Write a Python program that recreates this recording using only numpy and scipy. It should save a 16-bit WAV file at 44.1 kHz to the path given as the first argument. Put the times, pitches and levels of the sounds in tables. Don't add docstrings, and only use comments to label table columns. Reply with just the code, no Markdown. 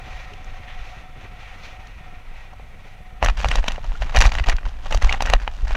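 import sys
import numpy as np
from scipy import signal
from scipy.fft import rfft, irfft
from scipy.io import wavfile
from scipy.ndimage import uniform_filter1d

SR = 44100
rng = np.random.default_rng(int(sys.argv[2]) if len(sys.argv) > 2 else 0)


def bounce(signal):
    frames = np.transpose(np.atleast_2d(signal))
    limited = np.clip(frames, -1, 1)
    pcm = np.round(limited * 32767).astype(np.int16)
    wavfile.write(sys.argv[1], SR, pcm)


N = 254016
TIME = np.arange(N) / SR
RIDE_START_S = 3.2275
RIDING = TIME > RIDE_START_S
FIRM_DB = -30

# f/Hz, gain/dB
HOUSING_RESPONSE = [(100, -12.5), (240, -7.5), (350, -15.5), (520, -3.5), (820, -1), (1250, -3.5),
                    (2800, -7), (3500, -11.5), (5000, -19), (6500, -19.5), (7800, -26.5), (8800, -33.5),
                    (13500, -42.5), (16000, -51)]
# crest t/s, relative level/dB, f/Hz
MOUNT_JOLTS = [(3.24, -6.5, 40.4), (3.27, -13, 36), (3.295, -5.5, 36.7), (3.449, -9, 60), (3.467, -8, 47.7),
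               (3.586, -3.5, 33.4), (3.892, -7, 30.2), (4.019, -11, 39.3), (4.187, 0, 41.3),
               (4.262, 0, 41.5), (4.411, -9.5, 50), (4.485, -7, 37), (4.544, -9.5, 38.4),
               (4.663, -9.5, 31.4), (4.957, -3, 35.2), (5.043, -2, 34.8), (5.347, -4, 35.5),
               (5.637, -7.5, 40.5), (5.715, -10.5, 34.25)]


def knocks(ring_db=8, scrape_s=0.0029, chatter_db=-16, chatter_s=0.007, drag_db=-17, drag_s=0.0063):
    # t/s, level/dB, hollow body/dB, hard edge/dB, ring f/Hz, scrape (0-1)
    hits = [(0.336, -42, -13, 5, 2930, 0.3), (0.444, -54, -12, 26, 7000, .3),
            (1.871, -51, -2, 14, 4200, .3), (2.533, -42, 24, 8, 650, 0.75), (2.597, -43, 19, -26, 560, 0.5),
            (3.2269, -14.5, 4, -10, 810, 0.04), (3.236, -21, 12, 0, 600, .3),
            (3.2459, -20, 10.5, 14.5, 1880, 0.62), (3.2612, -19.5, 5, 1.5, 1870, 0),
            (3.286, -20.5, -1, -7.5, 1270, 0.03), (3.2962, -24.5, 1, -6, 1030, 0.85),
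            (3.4454, -17, 1, -9, 786, 0.07), (3.4564, -26, 11, -6, 1490, 0.2), (3.486, -28, 4, 15, 2500, 0),
            (3.5144, -21, 2, -16, 2680, 0), (3.5555, -21.5, 7, 8.5, 540, 0.4),
            (3.6417, -28, 6, -5, 844, 0.03), (3.6811, -18.5, 4.5, 6, 3300, 0.72),
            (3.7197, -32, 4, 9, 3110, 0), (3.7811, -31.5, 25, -1, 730, 0.02),
            (4.021, -25.5, -6.5, -9, 630, 0.44), (4.1523, -23, 13, -2, 555, 0.9),
            (4.1627, -19, 5.5, 12, 2680, 0.06), (4.1702, -14, -3.5, -1.5, 716, 0.1),
            (4.1871, -23.5, 13, 22, 2660, 0.36), (4.2057, -19, 10, 14, 2430, 0),
            (4.2122, -14.5, 7, 9.5, 2260, 0.3), (4.2212, -14, 4, 5, 1680, 0),
            (4.2541, -18, -3, -36, 965, 0.05), (4.2617, -26.5, -21, 5, 5950, 0.17),
            (4.3192, -25, -2.5, 1.5, 1150, 0.5), (4.3521, -25, -7.5, -5, 1120, 0.1),
            (4.3852, -25.5, -10, -2, 2120, 0), (4.3977, -25, 2, -7, 1830, .3),
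            (4.4387, -28.5, -10, -5, 1883, 0.8), (4.4862, -19.5, 4.5, 3, 606, 0.36),
            (4.4964, -21, -7, 10, 1780, 0), (4.566, -38, -10.5, 11, 2800, 0),
            (4.5843, -32.5, -2, -23, 1480, .35), (4.6541, -35.5, 4, -14, 1343, .35),
            (4.919, -29.5, 22, -10, 820, 1), (4.925, -24.5, 8, 10, 2820, 0),
            (4.9462, -21.5, 17, 20, 910, 0.3), (4.9741, -32, 6, 14, 2800, 0),
            (5.0247, -28.5, 7, 10.5, 1970, 0), (5.0446, -23.5, 4, 3, 940, 0.6),
            (5.0933, -26.5, -14, -30, 2190, 0.65), (5.1091, -26.5, 0, -21, 1240, 0.8),
            (5.1254, -19.5, -5, 1, 2900, 0.3), (5.1405, -26, 12, -8, 1810, 0.78),
            (5.2063, -20, 2, -6, 870, 0.1), (5.2222, -21, 16.5, 19.5, 2860, 0.3),
            (5.2602, -30.5, -5, 12, 2820, 0.1), (5.2724, -26.5, 6, -4, 1490, .3),
            (5.2995, -23, 9, 10.5, 2006, 0), (5.3361, -8.5, 0.5, -9.5, 810, 0),
            (5.4773, -21.5, -1, -16, 835, 0.02), (5.7507, -24, 7.5, -9, 1535, 0.8)]
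    size = 2048
    out, hz, t = np.zeros(N), np.fft.rfftfreq(size, 1 / SR), np.arange(size) / SR
    unit = lambda x: x / np.linalg.norm(x)
    body, edge = 1 / (1 + (hz / 1200) ** 4), 1 - 1 / (1 + (hz / 3900) ** 6)
    contact = signal.windows.hann(11)
    for s, db, body_db, edge_db, ring_hz, scrape in hits + ticks():
        grit, chatter, spot, drag = rng.standard_normal((4, size))
        ripple_db = unit_rms(uniform_filter1d(uniform_filter1d(spot, size=18), size=12))[:len(hz)]
        spot_db = ripple_db * (1 - body) + ring_db * resonance(hz, ring_hz, 150 + 0.37 * ring_hz)
        ring = impulse_response(housing_db(hz) + spot_db + body_db * body + edge_db * edge)
        rung = lambda force: signal.fftconvolve(force, ring)[:size]
        share = .1 + .9 * np.clip(scrape, 0, 1)
        crush = unit(np.sign(grit) * t * np.exp(-2 * t / (scrape_s * (0.34 + share))))
        shelf_db = lambda f: 10 * np.log10(share + (1 - share) / (1 + (3500 / (f + 1)) ** 4))
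        crush = colour(np.roll(crush, len(contact)), shelf_db)
        blow = unit(np.sqrt(1 - share) * rung(contact / contact.sum()) + rung(crush))
        blow += gain_of(chatter_db) * unit(rung(chatter * np.sqrt(t) * np.exp(-t / chatter_s)))
        lead_in = unit(signal.fftconvolve(drag * np.exp(-t[::-1] / drag_s), ring))
        strength = gain_of(db) * np.sqrt(0.0078 * SR)
        add(out, s, strength * blow)
        add(out, s - size / SR, strength * gain_of(drag_db) * lead_in)
    return out


def ticks(firm_per_s=36, firm_tick_db=-29):
    rows, firmness_db = [], strokes()[0] - FIRM_DB
    chance = firm_per_s / SR * gain_of(0.35 * firmness_db)
    for at in np.flatnonzero((rng.random(N) < chance) & RIDING):
        size, body, edge, spot, scrape = rng.uniform(-1.12, 1, 5)
        db = firm_tick_db + 0.77 * firmness_db[at] + 3 * size
        rows.append((TIME[at], db, 6 + 7 * body, -2 + 7 * edge, 1500 * 2 ** spot, scrape ** 2))
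    return rows


def jolts(rebound=0.9, lead=0.36):
    out, t = np.zeros(N), np.arange(-SR // 20, SR // 10) / SR
    for s, db, hz in MOUNT_JOLTS:
        push = lambda at_cycle: np.exp(-((t * hz - at_cycle) / .21) ** 2)
        add(out, s + t[0], gain_of(db - 3) * (push(0) - rebound * push(0.56) - lead * push(-0.29)))
    return out


def shudder(fade_s=0.022):
    swell = sum(gain_of(db - 31) * np.exp(-np.abs(TIME - s) / fade_s) for s, db, _ in MOUNT_JOLTS)
    return swell * steadied(lowpass(flutter_noise(), corner_hz=400), span_s=0.042)


def rubbing(slips_per_s=850, spread_db=3.5, hiss_gain=0.32, spot_db=10, spots=20):
    softness = [(200, -6), (700, 1.1), (2000, 1), (4000, 3), (7000, 3.5), (14000, 1)]  # f/Hz, gain/dB
    hz, slips = np.fft.rfftfreq(1024, 1 / SR), np.zeros(N)
    level_db, treble_db = strokes()
    for spot_hz in np.geomspace(600, 7000, spots):
        clicks = (rng.random(N) < slips_per_s / spots / SR) * rng.choice([-1, 1], N)
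        clicks = clicks * gain_of(spread_db * np.minimum(rng.exponential(1, N), 3.5))
        peak_db = spot_db * resonance(hz, spot_hz, 100 + 0.083 * spot_hz)
        ring = impulse_response(curve_db(HOUSING_RESPONSE, hz) + peak_db)
        slip = rng.standard_normal(48) * signal.windows.hann(48)
        slips += signal.oaconvolve(clicks, np.convolve(ring, slip))[:N]
    rub = unit_rms(slips) + hiss_gain * unit_rms(colour(rng.standard_normal(N), housing_db))
    rub = steadied(colour(rub, lambda f: curve_db(softness, f)), span_s=0.0443)
    return brightened(rub, treble_db) * gain_of(level_db - 2.5) * RIDING


def strokes(attack_s=0.004, release_s=0.021, resting_db=-48, resting_treble_db=-12.5):
    # t/s, length/s, relative level/dB, treble against it/dB
    rubs = [(3.211, 0.077, -32, -15), (3.368, 0.045, -32, -10.5), (3.423, 0.16, -33.5, -12),
            (3.621, 0.13, -39.5, -14), (3.825, 0.15, -46.5, -9.5), (3.998, 0.25, -39.5, -13),
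            (4.141, 0.03, -25, -22), (4.211, 0.047, -24, -9.5), (4.323, 0.072, -34.5, -11.5),
            (4.459, 0.056, -28.5, -14.5), (4.65, 0.04, -42, -12.5), (4.831, 0.094, -41.5, -12.5),
            (4.905, 0.04, -30.5, -11.5), (5.008, 0.14, -30.5, -15), (5.203, 0.1396, -32, -16),
            (5.397, 0.039, -39, -14.5), (5.51, 0.21, -49, -9), (5.668, 0.068, -35, -13)]
    power = np.full(N, gain_of(resting_db) ** 2)
    treble = power * gain_of(resting_treble_db) ** 2
    for s, length_s, db, treble_db in rubs:
        grip = np.clip((TIME - s) / attack_s, 0, 1)
        grip *= np.exp(-np.maximum(TIME - s - length_s, 0) / release_s)
        power += (gain_of(db) * grip) ** 2
        treble += (gain_of(db + treble_db) * grip) ** 2
    return 10 * np.log10(power), 10 * np.log10(treble / power)


def housing_db(hz):
    # f/Hz, width/Hz, lift/dB
    modes = [(1884, 180, 7.5), (2440, 68, 5), (2825, 520, 6.5), (3927, 340, 7), (4575, 230, 7),
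             (5870, 950, 7.5), (6870, 380, 3), (10300, 440, 7.5), (13500, 600, 6)]
    return curve_db(HOUSING_RESPONSE, hz) + sum(db * resonance(hz, f, width) for f, width, db in modes)


def squeaks(waver=.05, overtone_db=-17):
    # t/s, length/s, relative level/dB, f/Hz
    slips = [(3.513, 0.0095, -25.5, 2770), (3.951, 0.014, -42, 1472), (5.093, 0.011, -25.5, 2163),
             (5.275, 0.0073, -35.5, 1507), (5.752, 0.017, -45, 1480)]
    out = np.zeros(N)
    wavering_time = np.cumsum(1 + waver * wander(390)) / SR
    for s, length_s, db, hz in slips:
        angle = 2 * np.pi * hz * wavering_time[round(s * SR):][:round(length_s * SR)]
        tone = np.sin(angle) + gain_of(overtone_db) * (np.sin(2 * angle) + .5 * np.sin(3 * angle))
        swell = np.sin(np.pi * np.sqrt(np.linspace(0, 1, len(angle)))) ** 2
        add(out, s, gain_of(db + 2.5) * unit_rms(tone * swell))
    return out


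def buffeting(easing_db_per_s=0.66, eddy_half_s=0.07, sway_s=0.036, rough_db=3.5):
    # f/Hz, relative level/dB
    rumble_spectrum = [(8, -53), (18, 11), (33, -2.5), (50, -1), (80, -19.5), (130, -50), (300, -56)]
    # t/s, lift/dB
    eddies = [(0.16, 5), (0.5, 8.5), (0.8, 9.5), (2.15, 3), (2.33, 8.5), (2.73, 1), (3.15, 3.5)]
    eddy_db = sum(db * np.exp(-((TIME - s) / eddy_half_s) ** 2) for s, db in eddies)
    easing_db = easing_db_per_s * TIME
    sway_db = uniform_filter1d(strokes()[0] - FIRM_DB, int(sway_s * SR))
    rumble_db = np.where(RIDING, -18 + 0.6 * sway_db, -37.5 + eddy_db - easing_db)
    flutter_db = np.where(RIDING, -39 + 0.61 * sway_db, -49 + 0.12 * eddy_db - easing_db)
    rumble = gain_of(rumble_db) * steadied(noise(rumble_spectrum), span_s=0.087)
    flutter = gain_of(flutter_db + rough_db * wander(29)) * steadied(flutter_noise(), span_s=0.062)
    return lowpass(rumble + flutter, corner_hz=900)


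def flutter_noise():
    # f/Hz, relative level/dB
    spectrum = [(40, -16), (85, 3), (125, -3), (200, -10.5), (330, -17), (600, -19), (2000, -62)]
    return noise(spectrum)


def wind(breeze_db=-48, easing_db_per_s=1, brightening_db_per_s=0.47, rough_db=1.24, riding_db=-2):
    # f/Hz, relative level/dB
    hiss_spectrum = [(100, 5.5), (350, -26), (500, -3), (900, -2), (1600, -3.5), (1780, -7), (1880, 3),
                     (2080, -1.5), (2400, 0.5), (3000, -7.5), (4000, -12.5), (4900, -19.5), (6200, -18.5),
                     (8500, -36.5), (13000, -40), (16000, -46)]
    # crest t/s, half length/s, lift/dB, extra treble/dB
    gusts = [(0.145, 0.2, 6, 4), (0.516, 0.12, 2.5, 2), (0.73, 0.15, 3.5, 1), (0.896, 0.14, 3.5, 4.5),
             (1.232, 0.05, 4.5, 1.5), (1.49, 0.14, 5.5, 2.5), (1.666, 0.062, 5.5, 5), (1.813, 0.1, 4, 1),
             (2.07, 0.036, 5, -0.5), (2.388, 0.075, 4.5, 1), (2.874, 0.071, 2.5, 3)]
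    hiss_db, treble_db = breeze_db - easing_db_per_s * TIME, brightening_db_per_s * TIME
    for s, half_s, db, bright_db in gusts:
        swell = np.exp(-((TIME - s) / half_s) ** 2)
        hiss_db += db * swell
        treble_db += bright_db * swell
    air = brightened(noise(hiss_spectrum) * gain_of(rough_db * wander(35)), treble_db)
    return gain_of(hiss_db + riding_db * RIDING) * air


def whistle(riding_db=-8.5):
    # f/Hz, width/Hz, relative level/dB
    gaps = [(740, 55, 2.5), (1324, 97, -9), (1834, 21, -6), (3485, 59, -15)]
    # t/s, level/dB
    levels = [(0, -47), (0.6, -50.5), (0.9, -47.5), (1.17, -52.5), (1.42, -51.5), (1.85, -49), (1.97, -70),
              (2.02, -49), (2.13, -50), (2.22, -56.5), (2.55, -55.5), (2.7, -61.5), (3.15, -51.5)]
    gaps_db = lambda hz: 20 * np.log10(sum(gain_of(db) * resonance(hz, f, bw) for f, bw, db in gaps))
    tones = steadied(colour(rng.standard_normal(N), gaps_db), span_s=0.15)
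    drop = np.interp(TIME, [RIDE_START_S, RIDE_START_S + .05], [1, gain_of(riding_db)])
    return gain_of(np.interp(TIME, *np.transpose(levels))) * drop * tones


def far_hooves(grain_db=3, width=0.32):
    # t/s, length/s, level/dB, centre f/Hz
    swishes = [(0.31, 0.032, -50, 400), (0.65, 0.1, -46.5, 1930), (0.665, 0.089, -48.5, 3100),
               (1.426, 0.12, -49, 2270), (1.62, 0.061, -53.5, 4150)]
    out = np.zeros(N)
    for s, length_s, db, centre_hz in swishes:
        grit = rng.standard_normal(N) * gain_of(grain_db * wander(330))
        sand = unit_rms(colour(grit, lambda hz: 20 * np.log10(resonance(hz, centre_hz, width * centre_hz))))
        progress = np.clip((TIME - s) / length_s, 0, 1)
        out += gain_of(db) * sand * np.sqrt(np.abs(np.sin(np.pi * progress)))
    return out


def stereo_width(contact):
    # f/Hz, gain/dB
    spread = [(60, -43), (180, -42), (600, -58.5), (2000, -60), (5000, -46.5), (10000, -41), (15000, -36)]
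    # middle t/s, half length/s, lift of the side/dB
    widenings = [(3.269, 0.031, 28), (4.169, 0.021, 30.5), (4.209, 0.015, 32), (4.54, 0.05, 19)]
    widening_db = sum(db * np.exp(-((TIME - s) / half_s) ** 4) for s, half_s, db in widenings)
    return gain_of(widening_db) * colour(signal.hilbert(contact).imag, lambda hz: curve_db(spread, hz))


def gain_of(db):
    return 10 ** (np.asarray(db) / 20)


def unit_rms(x):
    return x / np.sqrt(np.mean(x ** 2) + 1e-20)


def curve_db(points, hz):
    f, db = np.transpose(points)
    return np.interp(np.log(hz + 1), np.log(f), db)


def add(mix, s, sound):
    part = mix[round(s * SR):][:len(sound)]
    part += sound[:len(part)]


def colour(x, db_at):
    return irfft(rfft(x) * gain_of(db_at(np.fft.rfftfreq(len(x), 1 / SR))), len(x))


def lowpass(x, corner_hz):
    return colour(x, lambda hz: -10 * np.log10(1 + (hz / corner_hz) ** 6))


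def brightened(x, treble_db, corner_hz=3800):
    treble = colour(x, lambda hz: -10 * np.log10(1 + (corner_hz / (hz + 1)) ** 8))
    return x + treble * (gain_of(treble_db - np.median(treble_db)) - 1)


def noise(spectrum):
    return unit_rms(colour(rng.standard_normal(N), lambda hz: curve_db(spectrum, hz)))


def wander(rate_hz):
    return unit_rms(colour(rng.standard_normal(N), lambda hz: -20 * np.log10(1 + (hz / rate_hz) ** 4)))


def steadied(x, span_s):
    return x / np.sqrt(uniform_filter1d(x ** 2, int(span_s * SR)) + 1e-6)


def impulse_response(db):
    log_gain = np.log(gain_of(np.maximum(db, -100)))
    mirrored = np.concatenate([log_gain, log_gain[-2:0:-1]])
    return np.fft.ifft(np.exp(np.conj(signal.hilbert(mirrored)))).real


def resonance(hz, centre_hz, width_hz):
    return 1 / (1 + (2 * (hz - centre_hz) / width_hz) ** 2)


def scene():
    self_noise = [(100, 5), (3000, -6), (8000, 2.5), (14000, -1.5), (16000, -7)]  # f/Hz, relative level/dB
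    contact = knocks() + rubbing() + squeaks()
    mid = contact + wind() + whistle() + far_hooves() + buffeting() + jolts() + shudder()
    mid += gain_of(-70) * noise(self_noise)
    side = stereo_width(contact) + gain_of(-93.5) * noise(self_noise)
    return np.array([mid + side, mid - side])


def record(dry):
    rounded = dry / (1 + (dry / .92) ** 6) ** (1 / 6)
    band_limit = signal.firwin(511, 16000, window=("kaiser", 9), fs=SR)
    return signal.oaconvolve(rounded, band_limit[None], "same")


dry = scene()
out = record(dry)
bounce(out)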